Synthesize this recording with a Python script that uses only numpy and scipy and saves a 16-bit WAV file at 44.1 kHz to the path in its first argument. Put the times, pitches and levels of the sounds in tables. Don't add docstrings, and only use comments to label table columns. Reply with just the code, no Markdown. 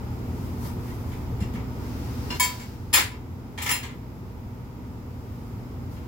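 import sys
import numpy as np
from scipy import signal
from scipy.fft import rfft, irfft
from scipy.io import wavfile
from scipy.ndimage import uniform_filter1d, minimum_filter1d

SR = 44100
rng = np.random.default_rng(int(sys.argv[2]) if len(sys.argv) > 2 else 0)


def store_pcm(level_fs):
    pcm = np.round(np.clip(level_fs, -1, 1) * 32767).astype(np.int16)
    wavfile.write(sys.argv[1], SR, np.atleast_2d(pcm).T)


N = 267687
TIME = np.arange(N) / SR
RING_TIME = TIME[:int(SR * .55)]


def undb(db):
    return 10 ** (np.asarray(db) / 20)


def unit(x):
    return x / np.sqrt(np.mean(x ** 2))


def along(points, hz):
    point_hz, value = np.transpose(points)
    return np.interp(np.log(hz + 1), np.log(point_hz), value)


def shape(x, gain):
    size = x.shape[-1]
    hz = np.arange(size // 2 + 1) * SR / size
    return irfft(rfft(x) * gain(hz), size)


def noise(points, size):
    white = rng.standard_normal((2, size))
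    return unit(shape(white, lambda hz: undb(along(points, hz))))


def fade(t60_s):
    return np.exp(-np.log(1000) * RING_TIME / t60_s)


def add(track, start_s, sound):
    start = int(start_s * SR)
    track[:, start:start + sound.shape[-1]] += sound[:, :N - start]


# (relative, per Hz)
RUMBLE_SPECTRUM = [(24, -36.5), (31, -20), (38, -5), (50, -11.5), (85, 3.5), (125, -4.5), (150, -7.5),
                   (270, -9), (310, -13), (420, -15), (520, -21.5), (700, -24.5), (940, -20), (1100, -31.5),
                   (1600, -49.5)]
# (relative, per Hz)
HISS_SPECTRUM = [(500, -11.5), (1250, 6), (1700, -3), (2100, -1.5), (3000, -8), (4400, -12.5), (5100, -7.5),
                 (5700, -14), (7500, -15), (9200, -68), (11000, -30), (13000, -10.5), (16000, -15.5)]
# pitch_hz, correlation (-1 to 1)
PORT_CORRELATION = [(60, 1), (130, 0.86), (290, 0.82), (640, 0.54), (1410, -0.079), (3100, -0.03),
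                    (6820, -0.051), (15000, -0.024)]
# pitch_hz, level_db (rms, before the gain control)
HUM_TONES = [(59, -43.5), (119.8, -39.5), (239.8, -44), (259, -48), (338, -60), (479.3, -56.5)]
RUMBLE_DB, HISS_DB = -32.5, -49.5


def fan(waver_rad=0.66):
    mid, side = undb(RUMBLE_DB) * noise(RUMBLE_SPECTRUM, N) + undb(HISS_DB) * noise(HISS_SPECTRUM, N)

    def correlation(hz):
        return np.clip(along(PORT_CORRELATION, hz), -1, 1)

    mid = shape(mid, lambda hz: np.sqrt((1 + correlation(hz)) / 2))
    side = shape(side, lambda hz: np.sqrt((1 - correlation(hz)) / 2))
    for pitch_hz, level_db in HUM_TONES:
        drift = unit(shape(rng.standard_normal(N), lambda hz: np.exp(-(hz / 2) ** 2)))
        phase = waver_rad * drift + rng.uniform(0, 2 * np.pi)
        mid = mid + np.sqrt(2) * undb(level_db) * np.sin(2 * np.pi * pitch_hz * TIME + phase)
    return np.array([mid + side, mid - side])


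# center_s, level_db (at the peak, before the room), spread_s
BRUSHES = [(0.436, -55.5, 0.11), (0.654, -46.5, 0.039), (0.882, -54.5, 0.077), (1.125, -57, 0.086),
           (5.42, -61, 0.19), (5.93, -55, 0.023)]
# (relative, per Hz)
BRUSH_SPECTRUM = [(500, 0), (1000, 16), (2000, -4), (5000, 4), (9000, -2), (14000, 4.5), (16000, 1.5)]
# time_s, level_db (before the room)
SLIDE_LEVEL = [(1.68, -66), (1.85, -52), (2.05, -50.5), (2.28, -48.5), (2.45, -34.5), (2.8, -54.5),
               (2.95, -59)]
# (relative, per Hz)
SLIDE_SPECTRUM = [(800, 5.5), (2100, 0.5), (3300, -2.5), (5200, 1), (7000, -6.5), (9000, -11.5),
                  (13000, -8), (16000, -5)]


def handling():
    touch = np.zeros(N)
    for center_s, level_db, spread_s in BRUSHES:
        touch += undb(level_db) * np.exp(-((TIME - center_s) / spread_s) ** 2 / 2)
    slide = undb(np.interp(TIME, *np.transpose(SLIDE_LEVEL), left=-120, right=-120))
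    return touch * noise(BRUSH_SPECTRUM, N) + slide * noise(SLIDE_SPECTRUM, N)


# center_s, level_db (of the envelope peak), pitch_hz, spread_s
THUMPS = [(1.421, -17, 98, 0.0063), (1.424, -21, 187, 0.0053), (1.556, -26.5, 223, 0.0058)]


def thumps():
    total = np.zeros(N)
    for center_s, level_db, pitch_hz, spread_s in THUMPS:
        envelope = undb(level_db) * np.exp(-((TIME - center_s) / spread_s) ** 2 / 2)
        total += envelope * np.sin(2 * np.pi * pitch_hz * (center_s - TIME))
    return total


def ring(modes, skirt_hz=55, skirt_t60_s=0.22, buzz_share=.5):
    mode_hz, level_db, t60_s = np.transpose(modes)[:, :, None]
    amplitude = undb(level_db)
    phase = rng.uniform(0, 2 * np.pi, mode_hz.shape) + rng.uniform(0, np.pi, (2,) + mode_hz.shape)
    swings = np.sin(2 * np.pi * mode_hz * RING_TIME + phase)
    clean = np.sum(amplitude * fade(t60_s) * swings, axis=1) / np.sqrt(np.sum(amplitude ** 2) / 2)

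    def skirts(hz):
        resonance = 1 + ((hz - mode_hz) / skirt_hz) ** 2
        return np.sqrt(np.sum(amplitude ** 2 / resonance ** 2, axis=0))

    buzz = shape(rng.standard_normal((2, len(RING_TIME))), skirts)
    return clean + buzz_share * unit(buzz) * fade(skirt_t60_s)


# (relative, per Hz)
CLATTER_SPECTRUM = [(150, -18), (450, -5.5), (650, -11.5), (850, -1), (1250, 0), (1480, -5.5), (2100, 2.5),
                    (3300, -2), (4700, -5), (5400, -6), (7300, -5), (8600, -13), (11500, -10.5),
                    (15500, -11)]
CLATTER_T60_S, CLATTER_TOP_T60_S = .26, 0.16


def clatter(tilt_db, split_hz=4500, pivot_hz=1000, grain_db=2.5, grain_hz=160):
    cluster_hz = np.arange(0, SR / 2, 110)
    favour_db = 4.2 * rng.standard_normal(len(cluster_hz))

    def contact_gain(hz):
        return undb(np.interp(hz, cluster_hz, favour_db) + tilt_db * np.log2(1 + hz / pivot_hz))

    dense = shape(noise(CLATTER_SPECTRUM, len(RING_TIME)), contact_gain)
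    rebounds = unit(shape(rng.standard_normal(len(RING_TIME)), lambda hz: np.exp(-(hz / grain_hz) ** 2)))
    dense = unit(dense * undb(grain_db * rebounds))
    low = shape(dense, lambda hz: 1 / (1 + (hz / split_hz) ** 4))
    return low * fade(CLATTER_T60_S) + (dense - low) * fade(CLATTER_TOP_T60_S)


# start_s, strength_db, tilt_db (contact tilt per octave), place (a key of CONTACTS)
BLOWS = [(0.648, -40, -22, "tire"), (0.874, -47, -4, "tire"), (1.114, -47, -7, "tire"),
         (1.403, -42, -3.5, "flat"), (1.534, -48, 0, "rim"), (1.55, -41, -11, "tire"),
         (2.303, -33, -4, "spoke"), (2.397, -14, 5.5, "disc"), (2.428, -22, 3, "disc"),
         (2.596, -39, -2, "disc"), (2.929, -14.5, -1.5, "flat"), (2.936, -9.5, 3, "flat"),
         (2.964, -16, -2, "rim"), (2.984, -21, -2.5, "flat"), (3.112, -42, -7, "disc"),
         (3.576, -27, -3.5, "rim"), (3.618, -24, 4.5, "rim"), (3.659, -20.5, -.8, "rim"),
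         (3.689, -18, 1, "rim"), (3.71, -19, .3, "flat"), (3.828, -32, -2.5, "rim"),
         (3.886, -41.5, -6, "rim"), (5.961, -51, -3, "rim")]
CONTACTS = {"disc": (-6, 1, -28, -26, .005), "spoke": (-7, -14, 2, -18, .0012),
            "rim": (-12.5, -18, -18, -6.5, .005), "flat": (-.5, -26, -14, -9, .004),
            "tire": (-22, -14, -22, -14, .007)}
# pitch_hz, level_db (relative), t60_s
LEVER_MODES = [(5126, -7, .3), (7153, -7, .23), (7482, -3, .2), (8280, -20, .25), (9136, -11, .23),
               (10260, 2.5, .15), (10303, -5, .17), (10738, -10, .24), (12988, -8, .18), (13345, -8, .22),
               (14838, -4, .17), (15652, -4, .19)]
# pitch_hz, level_db (relative), t60_s
DISC_MODES = [(991, .5, .36), (1740, -7, .25), (2099, -11, .27), (2239, 0, .2), (2301, -12, .22),
              (3151, -11, .22), (3205, -10, .3), (3705, -12, .3), (4528, -9.5, .3), (5108, -15, .24),
              (6230, -16, .25), (6602, -14, .2), (6948, -12, .2), (7475, 0, .22), (11171, -15, .2),
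              (12234, -14, .2), (14808, -10, .18), (15641, -7, .2)]
# pitch_hz, level_db (relative), t60_s
SPOKE_MODES = [(980, 1, .18), (2769, 0, .18), (2830, 0, .18), (4205, 2, .18), (5166, -5, .17),
               (5227, -2, .17), (7136, -7, .17), (7486, -7, .17)]
# pitch_hz, level_db (relative), t60_s
RIM_MODES = [(835, -3, .2), (985, -4, .26), (1199, -3, .2), (1300, -4, .16), (1720, -3, .26),
             (1785, 1, .22), (1850, -2, .22), (2025, -3, .3), (2086, 0, .3), (2305, -2, .22),
             (2381, -2, .25), (2870, -5, .2), (3180, -1, .24), (3430, -7, .3), (3528, -6, .2)]
BUILD_SHARE, BUILD_S = 0.63, .025


def blows(knee_hz=5000, softness=3.4):
    tones, rattle = np.zeros((2, 2, N))
    build = 1 + BUILD_SHARE * (1 - np.exp(-RING_TIME / BUILD_S))
    end_fade = np.minimum(1, 10 * (RING_TIME[-1] - RING_TIME))
    for start_s, strength_db, tilt_db, place in BLOWS:
        lever_db, disc_db, spoke_db, rim_db, chatter_s = CONTACTS[place]
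        modes = undb(lever_db) * ring(LEVER_MODES) + undb(disc_db) * ring(DISC_MODES)
        modes = modes + undb(spoke_db) * ring(SPOKE_MODES) + undb(rim_db) * ring(RIM_MODES)
        soft_db = softness * min(tilt_db, 0)
        modes = shape(modes, lambda hz: undb(soft_db * np.log2(np.maximum(hz / knee_hz, 1))))
        swell = undb(strength_db) * (1 - np.exp(-2 * RING_TIME / chatter_s)) * end_fade
        add(tones, start_s, modes * swell * build)
        add(rattle, start_s, clatter(tilt_db) * swell)
    return tones, rattle


# pitch_hz, difference_db
WHEEL_PAN = [(700, -1.5), (2400, 2), (4400, 0.5), (7300, 4.5), (8400, 12), (9800, 6), (10700, 8.5),
             (15000, 4)]
ROOM_T60_S, ROOM_DB, RING_ROOM_DB = 0.21, 0, -12.5


def garage(x, room_db, first_wall_s=0.0024):
    onset = 1 - np.exp(-RING_TIME / first_wall_s)
    tail = rng.standard_normal((2, len(RING_TIME))) * fade(ROOM_T60_S) * onset
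    tail /= np.sqrt(np.sum(tail ** 2, axis=1, keepdims=True))
    heard = x + undb(room_db) * signal.fftconvolve(x, tail, axes=1)[:, :N]
    sides = np.array([[1], [-1]])
    return shape(heard, lambda hz: undb(sides * along(WHEEL_PAN, hz) / 2))


def scene():
    tones, rattle = blows()
    wheel = garage(tones, RING_ROOM_DB) + garage(rattle + handling(), ROOM_DB)
    return wheel + thumps() + fan()


def gain_control(x, threshold_db=-24, range_db=5.5, hold_s=0.99, release_db_per_s=1.5):
    power = uniform_filter1d(np.mean(x ** 2, axis=0), int(SR * .06))
    level_db = 10 * np.log10(np.abs(power) + 1e-12)
    want_db = -np.clip(level_db - threshold_db, 0, range_db)
    half = int(hold_s * SR / 2)
    held_db = minimum_filter1d(want_db, 2 * half + 1, origin=half, mode="nearest")
    creep_db = release_db_per_s * TIME
    return x * undb(np.minimum.accumulate(held_db - creep_db) + creep_db)


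TOP_HZ = 15900


def record(dry):
    clipped = np.clip(gain_control(dry), -1, 1)
    low_pass = signal.ellip(10, .2, 70, TOP_HZ, fs=SR, output="sos")
    return signal.sosfilt(low_pass, clipped)


dry = scene()
out = record(dry)
store_pcm(out)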